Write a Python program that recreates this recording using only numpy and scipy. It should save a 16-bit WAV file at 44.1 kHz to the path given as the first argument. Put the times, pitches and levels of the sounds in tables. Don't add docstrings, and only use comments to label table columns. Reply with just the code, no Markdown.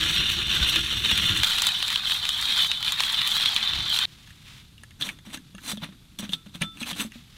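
import sys
import numpy as np
from scipy import signal
from scipy.fft import rfft, irfft
from scipy.io import wavfile
from scipy.ndimage import uniform_filter1d

SR = 44100
rng = np.random.default_rng(int(sys.argv[2]) if len(sys.argv) > 2 else 0)


def file_out(sig):
    cols = np.atleast_2d(sig).T
    lim = np.clip(cols, -1, 1)
    pcm = np.round(lim * 32767).astype(np.int16)
    wavfile.write(sys.argv[1], SR, pcm)


N = 325017
TIME_S = np.arange(N) / SR
LIFT_S = 1.43


def gain_of(db):
    return 10 ** (np.asarray(db) / 20)

def evened(x):
    return x / np.sqrt(np.mean(x ** 2) + 1e-20)

def drift(size):
    return evened(uniform_filter1d(uniform_filter1d(rng.standard_normal(N), size), size))

def wavering(depth_db, size):
    return rng.standard_normal(N) * gain_of(depth_db * drift(size))

def swell(rise_s, fade_s, count):
    t = np.arange(count) / SR
    return (1 - np.exp(-t / rise_s)) * gain_of(-60 * t / fade_s)

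def colour(x, tone):
    pitch_hz, level_db = np.transpose(tone)
    hz = abs(np.fft.fftfreq(8192, 1 / SR))
    curve_db = np.interp(np.log(hz + 1), np.log(pitch_hz + 1), level_db)
    log_gain = np.log(gain_of(np.maximum(curve_db, -90)))
    taps = np.fft.ifft(np.exp(np.conj(signal.hilbert(log_gain)))).real[:4096]
    return signal.oaconvolve(x, taps)[:len(x)]

def resonate(x, hz, width_hz):
    r, c = np.exp(-np.pi * width_hz / SR), np.cos(2 * np.pi * hz / SR)
    return signal.lfilter([2 * (1 - r), -2 * (1 - r) * r * c], [1, -2 * r * c, r * r], x)

def glide(x, hz, width_hz):
    spin, r = np.exp(2j * np.pi * np.cumsum(hz) / SR), np.exp(-np.pi * width_hz / SR)
    return 2 * (spin * signal.lfilter([1 - r], [1, -r], x / spin)).real

def wandering(x, rings, shift_hz=0):
    out = np.zeros(N)
    for hz, width_hz, db in rings:
        strength = gain_of(db + 3 * drift(size=1200))
        pitch_hz = hz * (1 + 0.015 * drift(size=2000)) + shift_hz
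        out += strength * evened(glide(x, pitch_hz, width_hz))
    return out

def split(x, at_hz=4900):
    filters = (signal.butter(2, at_hz, kind, fs=SR, output="sos") for kind in ("low", "high"))
    return [signal.sosfilt(sos, signal.sosfilt(sos, x)) for sos in filters]

def grains(per_s, spread_db, fade_s, clump_db, alike, kinds=8):
    clumps = drift(size=500)
    snaps = gain_of(spread_db * np.minimum(rng.exponential(1, N), 3.5) + clump_db * clumps)
    snaps *= rng.random(N) < per_s / SR
    neighbours = np.repeat(rng.integers(0, kinds, N // 900 + 1), 900)[:N]
    kind = np.where(rng.random(N) < alike, neighbours, rng.integers(0, kinds, N))
    bumps = evened(uniform_filter1d(rng.standard_normal((kinds, 451)), size=9))
    pitched = irfft(rfft(rng.standard_normal((kinds, 900))) * gain_of(2.2 * bumps))
    spectra = rfft(pitched * swell(fade_s / 8, fade_s, 900))
    shapes = irfft(spectra / np.sqrt(np.mean(abs(spectra) ** 2, axis=0)))
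    shapes /= np.linalg.norm(shapes, axis=1)[:, None]
    return evened(sum(signal.oaconvolve(snaps * (kind == k), shapes[k])[:N] for k in range(kinds)))

def cabin(x, echo_db, fade_s):
    t = np.arange(6000) / SR
    tail = rng.standard_normal(6000) * gain_of(-60 * t / fade_s) * (t > .002)
    return x + gain_of(echo_db) * signal.oaconvolve(x, tail / np.linalg.norm(tail))[:N]

def by_place(floor, lap):
    return np.where(np.arange(N) < LIFT_S * SR, floor, lap)


# pitch_hz, level_db
CAMPER_TONE = [(12, -58), (20, 0.5), (150, 4.5), (590, -26), (1660, -24), (2260, -68), (3440, -15.5),
               (5380, -27), (13200, -29), (16000, -65)]
def camper():
    return gain_of(-52.5) * evened(colour(rng.standard_normal(N), CAMPER_TONE))

# pitch_hz, level_db
FLOOR_TONE = [(240, -20), (400, -19), (687, -25), (1530, -7.5), (2290, -9.5), (2750, -1.5), (3400, 2.5),
              (4180, -4), (4800, -20.5), (5690, -16.5), (12700, -24), (16000, -35)]
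LAP_TONE = [(180, -20), (300, -25.5), (494, -23), (1030, -8), (1900, -4.5), (2140, -5), (3580, 7.5),
            (4020, 1.5), (4910, -8), (8940, -11), (16000, -21)]
# pitch_hz, width_hz, level_db
MILL_RINGS = [(2890, 40, -21), (3085, 35, -20), (3549, 28, -8.5), (4030, 50, -21), (5515, 40, -25),
              (5660, 70, -27), (7865, 45, -29), (9280, 35, -32), (12600, 500, -31), (1430, 43, -30),
              (210, 34, -27.5)]
def hopper_and_jar(x):
    standing = by_place(floor=1, lap=0)
    on_floor = 0.45 * evened(colour(x * standing, FLOOR_TONE))
    in_lap = 1.23 * evened(colour(x * (1 - standing), LAP_TONE))
    rings = sum(gain_of(db) * evened(resonate(x, hz, width_hz)) for hz, width_hz, db in MILL_RINGS)
    return on_floor + in_lap + gain_of(by_place(floor=5, lap=-3)) * rings

# time_s, level_db, relative_treble_db
CRUNCH = [(0, -22, -14.5), (0.35, -25, -13.5), (0.44, -27.5, -16), (0.5, -23, -15.5), (0.765, -21.5, -13),
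          (0.84, -26.5, -13), (1.015, -26.5, -13), (1.1, -22.5, -12.5), (1.38, -24, -13),
          (1.44, -24, -12.5), (1.68, -23.5, -15.5), (1.74, -28, -17), (1.95, -27.5, -11),
          (2.01, -30.5, -20), (2.115, -25, -10), (2.22, -30.5, -15), (2.3, -30, -13.5), (2.6, -23, -14),
          (2.79, -34.5, -16), (2.87, -25, -14), (2.955, -30, -16), (3.01, -25.5, -14), (3.24, -27, -16),
          (3.29, -26, -8.5), (3.5, -25.5, -17.5), (3.88, -27, -23), (3.95, -26.5, -8), (4.055, -24.5, -24)]
# pitch_hz, width_hz, level_db
GRIP_RINGS = [(3080, 200, -4), (3600, 160, -6), (3900, 140, -8)]
def grinding():
    times_s, levels_db, trebles_db = np.transpose(CRUNCH)
    level_db, treble_db = np.interp(TIME_S, times_s, levels_db), np.interp(TIME_S, times_s, trebles_db)
    cranking = uniform_filter1d(1. * (TIME_S <= times_s[-1]), size=90)
    turn_s, hand_nearest_s, swing_hz = 0.49, 2.986, 93
    shift_hz = swing_hz * np.cos(2 * np.pi * (TIME_S - hand_nearest_s) / turn_s)
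    grit = grains(per_s=2500, spread_db=2, fade_s=0.01, clump_db=1.33, alike=.6)
    fragments = grains(per_s=300, spread_db=4.5, fade_s=0.0091, clump_db=-3, alike=.6)
    crunch = cabin(grit + gain_of(-6.5) * fragments, echo_db=-15, fade_s=0.07)
    chips = grains(per_s=150, spread_db=2.6, fade_s=0.003, clump_db=3, alike=0)
    chips = cabin(chips, echo_db=-7, fade_s=0.03)
    chips = split(split(chips)[1])[1]
    body, treble = split(hopper_and_jar(crunch + gain_of(by_place(floor=-2.5, lap=-2)) * chips))
    gripped = wandering(colour(crunch, LAP_TONE), GRIP_RINGS, shift_hz)
    body = evened(body) + by_place(floor=0, lap=1) * gripped
    return cranking * gain_of(level_db) * (evened(body) + gain_of(treble_db) * evened(treble))

# pitch_hz, level_db
SHAKE_TONE = [(12, -38), (20, -19), (60, 6), (167, -2), (252, -18), (335, -6), (600, -71.5)]
def jar_shake():
    cranking = TIME_S < CRUNCH[-1][0]
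    level = uniform_filter1d(cranking * gain_of(by_place(floor=-36.5, lap=-53)), size=2000)
    bump_s, half_length_s = 3.8, 0.08
    level += gain_of(-41) * np.exp(-((TIME_S - bump_s) / half_length_s) ** 2)
    return level * evened(colour(wavering(depth_db=3, size=900), SHAKE_TONE))

# start_s, level_db, relative_treble_db
BEAN_CRACKS = [(0.299, -26, -25), (0.731, -19, -23), (0.759, -9, -15), (1.063, -21, -11.5),
               (1.115, -11.5, -23), (1.176, -13, -2), (1.433, -7, -11), (1.584, -11.5, -9), (1.62, -18, 9),
               (1.668, -10.5, 1.5), (1.688, -14.5, -6), (1.826, -11.5, -10), (1.88, -16, -6),
               (1.902, -14, -8), (1.958, -10, -15), (2.097, -16.5, -10), (2.119, -14, -10),
               (2.252, -15.5, -9), (2.29, -14, -2), (2.646, -13.5, -19), (2.715, -10, -14),
               (2.827, -18, -10), (2.847, -21, -5), (2.879, -14, -17), (2.921, -14, -3), (2.997, -13, -15),
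               (3.004, -7.5, -10.5), (3.035, -13.5, -7), (3.216, -10, -17), (3.274, -19.5, 5),
               (3.4, -17.5, -25), (3.458, -9, -12), (3.49, -20, -4), (3.563, -6, -13), (3.943, -15, -4),
               (3.962, -13.5, -9), (3.988, -13, -4)]
def bean_cracks():
    out, count = np.zeros(N), 1500
    bursts = rng.standard_normal((len(BEAN_CRACKS), count))
    for (start_s, level_db, treble_db), burst in zip(BEAN_CRACKS, bursts):
        body = split(colour(burst * swell(0.00092, 0.011, count), LAP_TONE))[0]
        treble = split(colour(burst * swell(0.00043, 0.011, count), LAP_TONE))[1]
        crack = body / abs(body).max() + gain_of(treble_db) * treble / abs(treble).max()
        out[round(start_s * SR):][:count] += gain_of(level_db) * crack
    return cabin(out, echo_db=-11, fade_s=0.05)

# start_s, level_db, pitch_hz
JAR_THUDS = [(0.763, -29, 328), (5.015, -36, 157), (5.071, -36, 200), (5.271, -36, 207), (5.331, -36, 252),
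             (5.546, -34, 191), (5.732, -26.5, 202), (5.775, -30, 210), (5.825, -29.5, 163),
             (5.887, -35, 194), (6.196, -29, 203), (6.229, -26.5, 206), (6.292, -31, 190),
             (6.333, -33, 166), (6.463, -36, 204), (6.551, -34, 173), (6.614, -21.5, 164),
             (6.631, -28, 205), (6.816, -27.5, 235), (6.923, -32.5, 178), (6.996, -29.5, 206),
             (7.048, -27.5, 220), (7.156, -36, 235)]
def jar_thuds():
    count, hollow_hz = 4000, 563
    out, t = np.zeros(N + count), np.arange(count) / SR
    hollow = gain_of(-6) * swell(0.0013, 0.023, count) * np.sin(2 * np.pi * hollow_hz * t)
    for start_s, level_db, pitch_hz in JAR_THUDS:
        boom = swell(0.001, 0.14, count) * np.sin(2 * np.pi * pitch_hz * t)
        out[round(start_s * SR):][:count] += gain_of(level_db) * (hollow + boom)
    return out[:N]

# pitch_hz, level_db
CLOTH_TONE = [(290, -38), (500, -15), (831, -10), (1300, -3), (1420, -5), (3650, 3), (4300, -3), (5000, -6),
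              (16000, -22.5)]
# middle_s, half_length_s, level_db
SLEEVE_BRUSHES = [(4.22, 0.17, -56.5), (4.528, 0.09, -50), (7.174, 0.044, -53), (7.37, 0.08, -58.5)]
def rustle():
    start_s, steady_db = 4.056, -61.5
    brushes = sum(gain_of(db) * np.exp(-((TIME_S - middle_s) / half_s) ** 2)
                  for middle_s, half_s, db in SLEEVE_BRUSHES)
    rubbing = evened(colour(wavering(depth_db=1.8, size=300), CLOTH_TONE))
    return (TIME_S > start_s) * (gain_of(steady_db) + brushes) * rubbing

# start_s, level_db, pitch_hz
METAL_KNOCKS = [(4.274, -47, 1720), (4.306, -47, 1790), (4.78, -44, 2880), (4.835, -38.5, 1730),
                (4.908, -45.5, 1980), (5.011, -20, 3520), (5.022, -15, 3540), (5.068, -28, 3160),
                (5.09, -22, 2270), (5.188, -44.5, 1820), (5.303, -42, 2000), (5.343, -37, 3160),
                (5.374, -38.5, 1670), (5.55, -46.5, 1190), (5.582, -41, 1620), (5.772, -33, 3320),
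                (5.844, -34, 2116), (6.188, -27.5, 3280), (6.23, -40, 3350), (6.292, -28, 3350),
                (6.323, -30, 3500), (6.333, -13, 3480), (6.495, -52, 3470), (6.549, -38, 3320),
                (6.611, -35, 2830), (6.619, -16.5, 2130), (6.622, -19, 3070), (6.772, -37, 2620),
                (6.817, -29.5, 3280), (6.829, -24.5, 2550), (6.859, -34, 2930), (6.93, -26.5, 3100),
                (6.998, -21, 2780), (7.12, -40, 2000)]
# pitch_hz, level_db, fade_s
GLASS_NOTES = [(1324, -11, .38), (3531, 0, .41)]
TOP_NOTES = [(1730, -2, 0.041), (2780, 4, 0.032), (3280, -7, 0.047), (6460, 0, 0.021), (9200, -1.5, 0.028)]
# pitch_hz, level_db
SCRAPE_TONE = [(260, -6.5), (450, 0), (700, -2), (1100, 1.5), (2260, 1.5), (2580, 2.5), (3490, 6),
               (4910, -8), (5790, -8.5), (12200, -11.5), (16000, -23)]
# start_s, end_s, level_db
LOOSE_GRIPS = [(5.1, 5.26, -52), (6.345, 6.53, -47), (6.63, 6.79, -31)]
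def metal_knocks():
    out, t, count = np.zeros(N + SR // 2), np.arange(SR // 2) / SR, 2000
    glass = sum(gain_of(db - 60 * t / fade_s) * np.sin(2 * np.pi * hz * t)
                for hz, db, fade_s in GLASS_NOTES)
    top = np.array([gain_of(db) * swell(0.000096, fade_s, count) * np.sin(2 * np.pi * hz * t[:count])
                    for hz, db, fade_s in TOP_NOTES])
    noises = rng.standard_normal((len(METAL_KNOCKS), count))
    for (start_s, level_db, hz), noise in zip(METAL_KNOCKS, noises):
        fade_s = 0.056 * (hz / GLASS_NOTES[1][0]) ** 0.8
        tick = swell(0.00087, fade_s, count) * evened(resonate(resonate(noise, hz, 540), hz, 540))
        edge = swell(0.00042, 0.003, count) * evened(colour(noise, SCRAPE_TONE))
        edge_db = -0.5 - 0.38 * (level_db + 29)
        top_db = -8 - 13.5 * np.log2(hz / TOP_NOTES[0][0])
        spot_db = 4.5 * noise[-len(TOP_NOTES):]
        knock = gain_of(-34 - 280 * t) * glass
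        knock[:count] += tick / abs(tick).max() + gain_of(edge_db) * edge / abs(edge).max()
        knock[:count] += gain_of(top_db + spot_db) @ top
        out[round(start_s * SR):][:len(t)] += gain_of(level_db) * knock
    for start_s, end_s, level_db in LOOSE_GRIPS:
        loose = np.clip((end_s - start_s - t) / 0.04, 0, 1)
        out[round(start_s * SR):][:len(t)] += gain_of(level_db) * glass * loose
    return cabin(out[:N], echo_db=-11, fade_s=0.047)

# start_s, build_s, slide_s, level_db, relative_treble_db
THREAD_SLIPS = [(4.99, 0.016, 0.085, -39, -6), (5.247, 0.0041, 0.08, -50, -7),
                (5.323, 0.012, 0.015, -39, -5), (5.614, 0.058, 0.041, -37, 0.5),
                (5.802, 0.033, 0.0025, -37, -12), (5.87, 0.014, 0.032, -52, -17),
                (6.186, 0.002, 0.0028, -39, 5), (6.2, 0.013, 0.04, -43.5, -10.5),
                (6.285, 0.043, 0.0023, -43.5, 0), (6.456, 0.0034, 0.0066, -50, -11),
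                (6.537, 0.01, 0.0032, -42, -7), (6.603, 0.014, .003, -33.5, -7.5),
                (6.764, 0.058, 0.0043, -38, -6), (6.85, 0.017, 0.046, -37.5, -3.5),
                (6.945, 0.067, 0.0051, -31, -2.5)]
def twisting():
    build_db, fade_db_per_s = 19.5, 427
    level_db, treble_db = np.full(N, -90.5), np.full(N, -6.)
    rest_db = level_db[0]
    for start_s, build_s, slide_s, slide_db, bright_db in THREAD_SLIPS:
        rise_db = np.minimum(build_db * ((TIME_S - start_s) / build_s - 1), 0)
        fall_db = fade_db_per_s * (start_s + build_s + slide_s - TIME_S)
        slip_db = slide_db + np.minimum(rise_db, fall_db)
        treble_db = np.where(slip_db > level_db, bright_db, treble_db)
        level_db = np.maximum(level_db, slip_db)
    begun = TIME_S > THREAD_SLIPS[0][0]
    unfinished = (TIME_S < THREAD_SLIPS[-1][0]) | (level_db > rest_db)
    return level_db, treble_db, uniform_filter1d(1. 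* begun * unfinished, size=90)

# pitch_hz, width_hz, level_db
TURNING_RINGS = [(3540, 23, -8), (3900, 83, -11), (5810, 170, -16), (8010, 110, -17)]
def thread_scrape():
    level_db, treble_db, turning = twisting()
    grit = grains(per_s=3000, spread_db=3.2, fade_s=0.0039, clump_db=2, alike=.3)
    hz, width_hz, db = TURNING_RINGS[0]
    rings = gain_of(db) * evened(resonate(grit, hz, width_hz)) + wandering(grit, TURNING_RINGS[1:])
    body, treble = split(evened(colour(grit, SCRAPE_TONE)) + rings)
    scrape = turning * gain_of(level_db) * (evened(body) + gain_of(treble_db) * evened(treble))
    boom = evened(resonate(resonate(grit, hz=204, width_hz=174), hz=204, width_hz=174))
    boom *= turning * gain_of(0.5 * level_db - 22.5)
    return scrape + resonate(boom, hz=290, width_hz=105)


def scene():
    mill = grinding() + bean_cracks() + jar_shake()
    return (mill + rustle() + thread_scrape() + jar_thuds() + metal_knocks() + camper())[None]

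def record(dry):
    cutoff_hz = 15800
    taps = signal.firwin(1023, cutoff_hz, window=("kaiser", 10), fs=SR)
    return signal.oaconvolve(dry, taps[None], "same")


dry = scene()
out = record(dry)
file_out(out)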